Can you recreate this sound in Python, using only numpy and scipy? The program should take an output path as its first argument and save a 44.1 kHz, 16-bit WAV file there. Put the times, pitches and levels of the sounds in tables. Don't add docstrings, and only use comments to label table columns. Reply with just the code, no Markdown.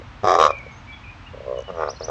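import sys
import numpy as np
from scipy import signal
from scipy.fft import rfft, irfft
from scipy.io import wavfile
from scipy.ndimage import uniform_filter1d

SR = 44100
rng = np.random.default_rng(int(sys.argv[2]) if len(sys.argv) > 2 else 0)


def put_to_file(sound):
    columns = np.atleast_2d(sound).T
    safe = np.clip(columns, -1, 1)
    whole_steps = np.round(safe * 32767)
    wavfile.write(sys.argv[1], SR, whole_steps.astype(np.int16))


N = 92610


def amp(db):
    return 10 ** (np.asarray(db) / 20)


def unit(x):
    return x / np.sqrt(np.mean(x ** 2) + 1e-20)


def add(mix, start_s, sound):
    part = mix[max(round(start_s * SR), 0):][:len(sound)]
    part += sound[:len(part)]


def colour(x, points):
    hz, db = np.transpose(points)
    log_hz = np.log(np.fft.rfftfreq(len(x), 1 / SR) + 1)
    return irfft(rfft(x) * amp(np.interp(log_hz, np.log(hz), db)), len(x))


def echoes(x, t60_s, delay_s, dull_hz):
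    t = np.arange(SR) / SR
    taps = rng.standard_normal(SR) * (rng.random(SR) < 1 / 20)
    taps *= (t > delay_s) * amp(-60 * t / t60_s)
    taps = signal.lfilter(*signal.butter(1, dull_hz, fs=SR), taps / np.linalg.norm(taps))
    return signal.fftconvolve(x, taps)[:N]


# freq_hz, relative_db
AIR_SPECTRUM = [(28, -35.5), (48, 0.5), (119, -2.5), (172, -14), (254, -12), (419, -25.5), (933, -15.5),
                (2820, -25), (6410, -40.5), (8500, -53.5), (11000, -94)]


def air():
    return amp(-41.5) * unit(colour(rng.standard_normal(N), AIR_SPECTRUM))


def pulses(call, tone=((0, 0),)):
    times, rate_hz, db = np.transpose(call)
    t = np.arange(times[0], times[-1], 1 / SR)
    count = np.cumsum(np.interp(t, times, rate_hz)) / SR
    starts = np.interp(np.arange(int(count[-1]) + 1), count, t)
    tone_turns = np.cumsum(np.interp(t, *np.transpose(tone))) / SR
    return zip(starts, np.interp(starts, times, db), np.interp(starts, t, tone_turns))


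def ring(throat, db, tilt_db_per_octave, turns, glide):
    uneven_db, pitch_jitter, slip_turns, glide_ms = 1.3, 0.014, 0.055, 4.4
    hz, gain_db, rise_ms, decay_ms = np.transpose(throat)[:, :, None]
    ms = np.arange(SR // 32) * 1000 / SR
    gain_db = gain_db + uneven_db * rng.standard_normal(hz.shape)
    envelope = (1 - np.exp(-(ms / rise_ms) ** 2)) * np.exp(-ms / decay_ms)
    envelope *= amp(gain_db + tilt_db_per_octave * np.log2(hz / hz[0])) / envelope.max(1, keepdims=True)
    hz = hz * (1 + pitch_jitter * rng.standard_normal(hz.shape))
    bent_ms = ms - rise_ms / 2 + glide * glide_ms * np.log(np.cosh((ms - rise_ms) / glide_ms))
    phase = turns + slip_turns * rng.standard_normal(hz.shape) + hz * bent_ms / 1000
    wave = (envelope * np.sin(2 * np.pi * phase)).sum(0)
    return amp(db) * wave / np.sqrt(np.sum(wave ** 2) / (SR / 100))


# freq_hz, gain_db
THROAT_BASS_CUT = [(250, -24), (390, 0.5)]
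# freq_hz, hollow_db, open_db
RASP_SPECTRA = [(1300, -23.5, -25.5), (1645, 13.5, 10.5), (2100, 4, 1.5), (2277, 11.5, 6),
                (2720, -18.5, -2.5), (3020, -12, 0.5), (3180, 5.5, 5), (3480, 3.5, 1.5), (3820, 7, 11),
                (4240, -15.5, 1), (4340, -15, -10.5), (4850, 4, -1), (5500, 3, 4.5), (6390, -3, -2),
                (7230, -13, -11), (7470, -12, -15), (9120, -50, -50)]


def voice(beats, throat_at, full_db, brighten, rasp_db, rasp_follow, glide=0.032, snap=1.5, opening=0):
    shimmer_db, rasp_decay_ms, rasp_floor = 0.5, 4, 0.11
    body, puffs = np.zeros(N), np.zeros(N)
    ms = np.arange(SR // 70) * 1000 / SR
    for start_s, db, turns in beats:
        throat, effort_db = throat_at(start_s), db - full_db
        pulse_db = db + shimmer_db * rng.standard_normal()
        add(body, start_s, ring(throat, pulse_db, brighten * effort_db, turns, glide))
        puff = (np.exp(-ms / rasp_decay_ms) + rasp_floor) * rng.standard_normal(len(ms))
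        puff[0] += snap
        rise_s = np.mean(throat, 0)[2] / 1000
        add(puffs, start_s + rise_s, amp(full_db + rasp_follow * effort_db) * puff)
    hz, hollow_db, open_db = np.transpose(RASP_SPECTRA)
    rasp = colour((1 - opening) * puffs, np.c_[hz, hollow_db])
    rasp += colour(opening * puffs, np.c_[hz, open_db])
    return colour(body, THROAT_BASS_CUT) + amp(rasp_db) * rasp


# start_s, level_db
CLUCKS = [(.013, -41), (.532, -37), (0.663, -38.5), (1.334, -41.5), (1.344, -35.5), (1.373, -36)]
# time_s, pulse_rate_hz, level_db
RATTLE = [(1.4033, 73.3, -33.2), (1.42, 67.6, -42.3), (1.45, 65.1, -38.2), (1.48, 63.8, -25.7),
          (1.52, 63.9, -24.3), (1.56, 62.9, -28.8), (1.591, 60.6, -25.6), (1.607, 63.7, -36.2),
          (1.626, 66.1, -41)]
# pitch_hz, relative_db, rise_ms, decay_ms
THROAT_SHUT = [(457, -4, 2.36, 5.9), (548.5, 3.5, 2.93, 4.45), (1048, -16, 2.7, 2.4)]


def clucks_and_rattle():
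    clucks = [(start_s, db, 0) for start_s, db in CLUCKS]
    return voice([*clucks, *pulses(RATTLE)], lambda s: THROAT_SHUT,
                 full_db=-37.5, brighten=0.45, rasp_db=-61, rasp_follow=0.84)


# start_s, pitch_hz, peak_db, swell_s
PLANK_THUMPS = [(.228, 111, -28.5, 0.018), (.234, 185, -31, 0.012), (1.69, 172.3, -41, 0.045)]
# start_s, level_db
BEAK_TICKS = [(0.586, -45.5), (1.587, -42), (1.604, -42), (1.622, -44)]


def feeding():
    tick_hz, half_width_hz, tick_decay_s = 6120, 320, 0.0019
    out, t = np.zeros(N), np.arange(SR // 5) / SR
    band = signal.butter(2, [tick_hz - half_width_hz, tick_hz + half_width_hz], "band", fs=SR)
    for start_s, db in BEAK_TICKS:
        hiss = unit(signal.lfilter(*band, rng.standard_normal(len(t))))
        add(out, start_s, amp(db) * hiss * np.exp(-t / tick_decay_s))
    for start_s, hz, db, swell_s in PLANK_THUMPS:
        envelope = 2 * t / swell_s * np.exp(1 - 2 * t / swell_s)
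        add(out, start_s, amp(db) * envelope * np.sin(2 * np.pi * hz * t))
    return out


# time_s, pulse_rate_hz, level_db
LOUD_CROAK = [(0.2343, 114.2, -26.8), (0.243, 109.0, -17.8), (0.263, 98.4, -18.6), (0.275, 92.8, -13.0),
              (0.318, 88.2, -13.0), (0.33, 87.0, -15.5), (0.353, 84.5, -13.0), (0.364, 83.4, -15.5),
              (0.3755, 90.5, -20.5), (0.388, 82.5, -11.4), (0.413, 78.7, -10.2), (0.464, 74.3, -11.4),
              (0.479, 75.0, -21.0), (0.492, 73.7, -24.2), (0.508, 72.6, -16.3)]
# time_s, pitch_hz
CROAK_TONE = [(.31, 728), (.35, 748), (.39, 780), (.45, 814)]
# pitch_hz, relative_db, rise_ms, decay_ms
THROAT_START = [(419, 1, 0.64, 1.62), (582, -1, 0.079, 2.9), (721, 0.5, 0.83, 5.3), (1133, 4.5, 0.32, 3.5),
                (1268, -12, 1, 2.3), (1820, -15, 0.09, 1.3)]
THROAT_END = [(528, -7.5, 0.7, 7.2), (612, -4, 1.42, 2), (831, -17, 2.4, 6.5), (1128, 3.5, 2.9, 1.96),
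              (1315, -4.5, 3.2, 0.95), (1740, -24.5, 2.4, 1.4)]


def loud_croak():
    shift_s, climax_s = (0.345, 0.425), (0.37, 0.41, 0.465, 0.495)

    def throat_at(time_s):
        share = np.interp(time_s, shift_s, [0, 1])
        return (1 - share) * np.array(THROAT_START) + share * np.array(THROAT_END)
    opening = np.interp(np.arange(N) / SR, climax_s, [0, 1, 1, 0])
    return voice(pulses(LOUD_CROAK, CROAK_TONE), throat_at, full_db=-8.5, brighten=0.35,
                 rasp_db=-7.5, rasp_follow=1.49, glide=0.035, snap=5.4, opening=opening)


def song(contours, waver, fade_s):
    out = np.zeros(N)
    for contour in contours:
        times, hz, db = np.transpose(contour)
        t = np.arange(times[0], times[-1], 1 / SR)
        wobble = unit(uniform_filter1d(rng.standard_normal(len(t)), size=120))
        pitch_hz = uniform_filter1d(np.interp(t, times, hz), size=200) * (1 + waver * wobble)
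        fade = np.clip(np.minimum(t - times[0], times[-1] - t) / fade_s, 0, 1)
        tone = np.sqrt(2) * np.sin(2 * np.pi * np.cumsum(pitch_hz) / SR)
        add(out, times[0], fade * amp(np.interp(t, times, db)) * tone)
    return out


# time_s, pitch_hz, relative_db
FAR_WHISTLES = [
    [(.475, 2296, -50), (.5, 2480, -34.5), (.522, 2315, -37), (.543, 2452, -35), (.56, 2258, -38),
     (.582, 2364, -38), (.605, 2210, -38.5), (.626, 2312, -41.5), (.66, 2238, -50), (.73, 2180, -47)],
    [(.872, 2262, -48), (.9, 2320, -39), (.936, 2300, -39), (.965, 2150, -56)],
    [(.922, 3386, -43.5), (.952, 3387, -45.5)],
    [(1.036, 2578, -41), (1.068, 2310, -48), (1.105, 2500, -36)],
    [(1.245, 2210, -62.5), (1.272, 2867, -41.5), (1.29, 2850, -56)],
    [(1.55, 3050, -58), (1.58, 2932, -43), (1.625, 2988, -62), (1.68, 2960, -43), (1.71, 2580, -57)],
]
# time_s, pitch_hz
FAR_CHIRPS = [
    [(.712, 6550), (.75, 6120), (.795, 6620)],
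    [(1.75, 6000), (1.85, 5270), (1.89, 5520)],
]
# time_s, pitch_hz, level_db
NEAR_CHIRPS = [
    [(1.879, 3530, -55), (1.89, 4710, -40), (1.91, 5770, -34), (1.919, 6000, -54)],
    [(1.96, 4300, -49), (1.979, 4270, -45.5)],
    [(2.0, 5430, -39.5), (2.012, 5200, -53), (2.026, 4030, -43.5), (2.042, 5820, -34.5), (2.049, 5920, -32),
     (2.059, 5910, -42)],
]


def songbirds(faint_db=-61):
    faint = [[(time_s, hz, faint_db) for time_s, hz in chirp] for chirp in FAR_CHIRPS]
    far = song(FAR_WHISTLES + faint, waver=0.0081, fade_s=0.0055)
    near = song(NEAR_CHIRPS, waver=0.017, fade_s=0.0015)
    far_echo = amp(-5.5) * echoes(far, t60_s=0.36, delay_s=0.006, dull_hz=7980)
    near_echo = amp(-8.5) * echoes(near, t60_s=0.5, delay_s=0.0023, dull_hz=11000)
    return amp(-1) * far + far_echo + near + near_echo


# time_s, pulse_rate_hz, level_db
SOFT_CROAK = [(1.6808, 99.0, -37), (1.7, 95.5, -28), (1.714, 89.3, -39.2), (1.75, 84.2, -36.4),
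              (1.79, 82.2, -25), (1.833, 75.4, -20.5), (1.847, 75.7, -26), (1.889, 70.0, -25.0),
              (1.917, 67.5, -41.1), (1.936, 66.7, -38.6)]
LAST_CROAK = [(2.008, 99.2, -29.5), (2.02, 80.67, -33.5), (2.071, 76.3, -43), (2.083, 73.3, -25.5),
              (2.1, 71.8, -24)]
# pitch_hz, relative_db, rise_ms, decay_ms
THROAT_SOFT = [(479, -4, 1.83, 3.9), (599, 6, 1.92, 1.63), (774, -0.5, 1.52, 1.7), (1170, -3, 3.9, 2.24),
               (1385, -4.5, 3.8, 1.38), (1820, -19, 3.6, 2.9), (2350, -25.5, 4, 2.8)]


def soft_croaks():
    first = voice(pulses(SOFT_CROAK), lambda s: THROAT_SOFT,
                  full_db=-24.5, brighten=0.48, rasp_db=-21, rasp_follow=0.73, glide=0.14)
    last = voice(pulses(LAST_CROAK), lambda s: THROAT_SOFT,
                 full_db=-9.5, brighten=0.4, rasp_db=-24, rasp_follow=0.53)
    return first + last


def scene():
    ravens = loud_croak() + clucks_and_rattle() + soft_croaks()
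    table = amp(-15.5) * echoes(ravens, t60_s=0.16, delay_s=0.0032, dull_hz=7000)
    trees = amp(-24.0) * echoes(ravens, t60_s=0.78, delay_s=0.0089, dull_hz=575)
    return (ravens + table + trees + songbirds() + feeding() + air())[None]


def record(dry):
    ceiling, knee, cutoff_hz = 0.76, 7, 8600
    squashed = dry / (1 + abs(dry / ceiling) ** knee) ** (1 / knee)
    lowpass = signal.firwin(201, cutoff_hz, window=("kaiser", 9), fs=SR)
    return signal.oaconvolve(squashed, lowpass[None], "same")


dry = scene()
out = record(dry)
put_to_file(out)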